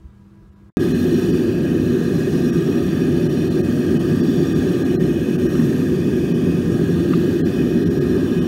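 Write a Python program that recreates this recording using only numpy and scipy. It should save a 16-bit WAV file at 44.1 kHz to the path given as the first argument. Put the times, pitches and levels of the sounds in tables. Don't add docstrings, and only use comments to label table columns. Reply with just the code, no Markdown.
import sys
import numpy as np
from scipy import signal
from scipy.fft import rfft, irfft, next_fast_len
from scipy.io import wavfile
from scipy.ndimage import uniform_filter1d

SR = 44100
rng = np.random.default_rng(int(sys.argv[2]) if len(sys.argv) > 2 else 0)


def int16_out(signal):
    q = np.round(np.clip(np.atleast_2d(signal).T, -1, 1) * 32767)
    wavfile.write(sys.argv[1], SR, q.astype(np.int16))


def boost(x):
    u = np.asarray(x, float) / 20
    return 10 ** u


N = 373527
CUT_S = .77025


def evened(x):
    return x / np.sqrt(np.mean(x ** 2) + 1e-20)


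def read_db(points, hz):
    f, db = np.transpose(points)
    return np.interp(np.log(hz + 1), np.log(f + 1), db)


def modes_db(modes, hz, steep):
    power = sum(boost(db) ** 2 / (1 + (2 * (hz - f) / width) ** 2) ** steep for f, width, db in modes)
    return 10 * np.log10(power + 1e-12)


def patches(shape, bins, frames):
    field = rng.standard_normal(shape[::-1]).T
    for _ in range(2):
        field = uniform_filter1d(field, size=bins, axis=0)
        field = uniform_filter1d(field, size=frames, axis=1)
    return evened(field)


def turbulence(colour_db, patchy_db, flicker_db, drift_db, size, count=N):
    hop = size // 4
    re, im = rng.standard_normal((count // hop + 5, size // 2 + 1, 2)).T
    quick = patches(re.shape, bins=4, frames=6)
    drift = patches(re.shape, bins=size // 200, frames=16000 // hop)
    flicker = evened(uniform_filter1d(rng.standard_normal(re.shape[1]), size=3))
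    gain = boost(patchy_db * quick + flicker_db * flicker + drift_db * drift)
    white = signal.istft((re + 1j * im) * gain, nperseg=size, noverlap=size - hop)[1][:count]
    length = next_fast_len(count)
    colour = boost(colour_db(np.fft.rfftfreq(length, 1 / SR)))
    return evened(irfft(rfft(white, length) * colour, length)[:count])


def fan_air():
    # frequency in Hz, level in dB.
    rumble_colour = [(12, -42), (20, -12), (59, 2), (108, 3), (166, 0), (199, 2), (260, -25), (340, -53),
                     (570, -120)]
    # frequency in Hz, level in dB.
    air_colour = [(130, -29), (205, -3), (253, -14), (330, -7), (551, -27), (1310, -27), (1600, -33),
                  (15000, -53)]

    def air_db(hz):
        return read_db(air_colour, hz) - 40 * np.log10(1 + (150 / (hz + 1)) ** 2)

    rumble = turbulence(lambda hz: read_db(rumble_colour, hz), patchy_db=.4, flicker_db=.3, drift_db=.3,
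                        size=1024, count=SR)
    air = turbulence(air_db, patchy_db=1.1, flicker_db=.4, drift_db=.6, size=1024, count=SR)
    t = np.arange(SR) / SR
    settling_db = 5 * np.exp(-(t / .08) ** 2)
    return boost(-51.5 + settling_db) * rumble + boost(-58) * air


def fan_hum(t):
    # frequency in Hz, level in dB, depth of waver from 0 to 1.
    hum_lines = [(100, -58, .4), (117.5, -57, .6), (199.7, -51, .1), (327.5, -60.5, .7), (491, -75, .6),
                 (625, -80, .5), (655, -80, .6), (982, -72, .6), (1187, -85, .6), (1311, -80, .6),
                 (1637, -75.5, .3), (1965, -86, .5)]
    out = np.zeros(len(t))
    for (hz, db, depth), (rate, p, q) in zip(hum_lines, rng.random((len(hum_lines), 3))):
        waver = 1 + np.clip(depth, 0, 1) * np.sin(2 * np.pi * ((2.38 + 3.3 * rate) * t + p))
        out += np.sqrt(2) * boost(db) * waver * np.sin(2 * np.pi * (hz * t + q))
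    return out


def handling_bumps(t):
    # centre in seconds, peak in dB, frequency in Hz, length in seconds.
    bumps = [
        (.058, -31.5, 65, 0.048),
        (0.1, -41, 60, .04),
        (0.212, -47, 55, .05),
        (0.443, -43, 50, .08),
        (0.502, -40, 75, .05),
        (.65, -43, 70.5, .06),
    ]
    out = np.zeros(len(t))
    for s, db, hz, length in bumps:
        swell = np.exp(-(3 * (t - s) / length) ** 2)
        out += boost(db) * swell * np.sin(2 * np.pi * hz * (t - s))
    return out


def kitchen():
    t = np.arange(SR) / SR
    return np.pad(fan_air() + fan_hum(t) + handling_bumps(t), (0, N - SR))


def splice():
    since = np.maximum(np.arange(N) / SR - CUT_S, 0)
    wave = np.cos(2 * np.pi * 250 * since - 1.15)
    return (since > 0) * .56 * wave * np.exp(-(since / .004) ** 2)


def knocks():
    # start in seconds, peak in dB, rise in seconds, t60 in seconds, pitch factor.
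    hits = [
        (5.5525, -23, .001, .018, 1.12),
        (5.598, -26, .001, .02, .9),
        (5.699, -27, .001, .02, 1.5),
        (7.1305, -24, .0008, .04, 1.0),
        (7.1355, -17, .0008, .032, 1.02),
    ]
    # frequency in Hz, level in dB.
    plank = [(950, -18), (1190, 0), (1320, -10), (1900, -13), (2680, -12), (3500, -17)]
    out, t = np.zeros(N), np.arange(4000) / SR
    grit_band = signal.butter(4, (1000, 2300), "bandpass", fs=SR, output="sos")
    for (s, db, rise, t60, pitch), dust in zip(hits, rng.standard_normal((len(hits), len(t)))):
        ring = sum(boost(d) * np.sin(2 * np.pi * hz * pitch * t) for hz, d in plank) * boost(-60 * t / t60)
        grit = evened(signal.sosfilt(grit_band, dust)) * boost(-11 - 60 * t / .03)
        at = round(s * SR)
        out[at:at + len(t)] += (ring + grit) * boost(db) * (1 - np.exp(-t / rise))
    return out


def nozzle_hiss():
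    # frequency in Hz, width in Hz, level in dB.
    nozzle_peaks = [(6420, 120, 0), (6560, 90, -1), (7150, 400, -6), (7950, 200, -9), (8550, 120, -6),
                    (8690, 90, -4), (8950, 250, -7), (9500, 150, -9), (10700, 500, -8), (11350, 150, -11),
                    (12270, 80, -9), (12950, 150, -3), (13260, 280, -7), (14700, 300, -19),
                    (15650, 200, -10)]
    # frequency in Hz, level in dB.
    nozzle_bed = [(5300, -38), (6000, -10.5), (9000, -13.5), (12000, -12.5), (13800, -13), (15100, -15),
                  (15700, -16)]

    def nozzle_db(hz):
        return 10 * np.log10(boost(modes_db(nozzle_peaks, hz, 1.0)) ** 2 + boost(read_db(nozzle_bed, hz)) ** 2)

    hiss = turbulence(nozzle_db, patchy_db=.7, flicker_db=.6, drift_db=1.2, size=512)
    echo = np.roll(hiss, round(.0066 * SR))
    return evened(hiss + boost(-20) * echo)


def burner_tube():
    # frequency in Hz, width in Hz, level in dB.
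    low_modes = [(1038, 27, -9.5), (1218, 110, -5), (1610, 122, -3.5), (1661, 16, 2.5), (1767, 29, -4.5),
                 (1838, 72, -3.5), (2400, 195, -15.5), (2520, 35, -2.5), (2668, 94, -12)]
    # frequency in Hz, width in Hz, level in dB.
    high_modes = [(2994, 190, 2.5), (3250, 25, 3.5), (3496, 185, 2.5), (3540, 140, -8.5), (3780, 200, -7.5),
                  (4117, 66, 3), (4290, 120, -7.5), (4714, 73, -7), (4610, 140, -2.5), (4880, 120, -15),
                  (4980, 67, -5), (5125, 90, -5), (5430, 67, -8.5), (5604, 26, 3.5), (5660, 200, -2)]
    jet = turbulence(lambda hz: modes_db(low_modes, hz, 1.26), patchy_db=0.98, flicker_db=0.52,
                     drift_db=1.4, size=512)
    whistles = turbulence(lambda hz: modes_db(high_modes, hz, 1.44), patchy_db=0.67, flicker_db=0.28,
                          drift_db=2.2, size=512)
    return jet, whistles


def flame_roar():
    # frequency in Hz, width in Hz, level in dB.
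    chamber = [(66, 16.6, -8.5), (96.4, 33, -5.5), (145.8, 23, -3.5), (171, 36, -0.5), (242.7, 48.4, -0.5),
               (283.2, 27, -5.5), (344, 56, -2), (373, 25, -5), (404.5, 18, -6.5)]
    # frequency in Hz, width in Hz, level in dB.
    upper_modes = [(472, 18, 4.5), (483.4, 13.5, 1.5), (546, 12, -9), (574, 55, -3.5), (669, 35, -12),
                   (708.3, 29.5, -7.5), (783, 27, -12.5), (904, 45, -16.5)]

    def chamber_db(hz):
        return modes_db(chamber, hz, 1.675) - 30 * np.log10(1 + (55 / (hz + 1)) ** 2)

    roar = turbulence(chamber_db, patchy_db=0.098, flicker_db=0.55, drift_db=0.51, size=1024)
    overtones = turbulence(lambda hz: modes_db(upper_modes, hz, 1.51), patchy_db=1.7, flicker_db=0.73,
                           drift_db=0.96, size=512)
    return roar + boost(-20) * overtones


def furnace():
    # steady level in dB, share of the shading from 0 to 1.
    layers = [
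        (-16.5, 0.11),
        (-39.5, 0.28),
        (-44.5, 0.75),
        (-49, 0.94),
    ]
    # time in seconds, change of the hiss in dB.
    shade = [(0.78, 3), (1.3, 3), (1.58, -2), (2.3, 1.5), (2.7, 0), (4.1, 0.5), (4.75, 1.5), (5.2, -1.5),
             (5.6, 2.5), (5.95, -1), (6.4, -1.5), (6.9, -0.5), (7.35, 0.2), (7.8, -1.5), (8.05, -1.5),
             (8.47, -2)]
    times, change_db = np.transpose(shade)
    shade_db = np.interp(np.arange(N) / SR, times, change_db)
    sources = [flame_roar(), *burner_tube(), nozzle_hiss()]
    return sum(boost(db + share * shade_db) * source for (db, share), source in zip(layers, sources))


def scene():
    t = np.arange(N) / SR
    indoors = np.interp(t, [0, .702, .7045, .716, .722], [1, 1, .1, .06, 0])
    outdoors = 1 - np.exp(-(np.maximum(t - CUT_S, 0) / .004) ** 2)
    return (indoors * kitchen() + outdoors * furnace() + knocks())[None]


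def starve(x):
    # middle in seconds, level in dB under which partials are lost.
    starved = [(.510, -62), (.553, -63), (.702, -62), (.787, -23), (.937, -27), (1.321, -30), (2.516, -27),
               (3.284, -26), (3.497, -28), (3.625, -27), (3.988, -28), (4.222, -27), (4.542, -26),
               (4.841, -28), (4.969, -26), (4.990, -26), (5.374, -27), (5.481, -27), (6.334, -29),
               (7.422, -26), (7.444, -25), (7.849, -27), (7.892, -27), (7.998, -24), (8.404, -28)]
    block, first = 941, 810
    n, k = np.arange(2 * block) + .5, np.arange(block) + .5
    basis = np.cos(np.pi / block * np.outer(n + block / 2, k)) * np.sqrt(2 / block)
    basis *= np.sin(np.pi * n / (2 * block))[:, None]
    lead, hz = 2 * block - first, k * SR / (2 * block)
    halves = np.pad(x, (lead, 3 * block))[:(N // block + 4) * block].reshape(-1, block)
    z = np.hstack([halves[:-1], halves[1:]]) @ basis
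    band = uniform_filter1d(uniform_filter1d(z ** 2, size=12, axis=1), size=2, axis=0)
    for s, keep_db in starved:
        at = round((s * SR + lead) / block) - 1
        step = boost(keep_db - 5 * np.log2(np.maximum(hz, 2500) / 4000) - 4 * (hz < 2000))
        z[at] *= 1 - 1 / (1 + (z[at] / step) ** 12)
    usual = uniform_filter1d(band, size=60, axis=0) + 1e-20
    late = np.arange(len(z))[:, None] * block > 1.4 * SR
    top = late & (hz > 13450) & (hz < 14900)
    z *= 1 - top / (1 + (band / usual / boost(-3.4) ** 2) ** 12)
    back = z @ basis.T
    return (back[1:, :block] + back[:-1, block:]).ravel()[lead - block:][:N]


def band_limit(x):
    return signal.sosfilt(signal.butter(12, 16530, fs=SR, output="sos"), x)


def record(dry):
    soft = 1.6 * np.tanh(dry / 1.6)
    treble_edge = signal.firwin(1023, 15800, window=("kaiser", 9), fs=SR)
    thinned = signal.oaconvolve(starve(soft[0]), treble_edge, "same")
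    mix = thinned[None] * (dry != 0) + splice()
    return band_limit(mix)


dry = scene()
out = record(dry)
int16_out(out)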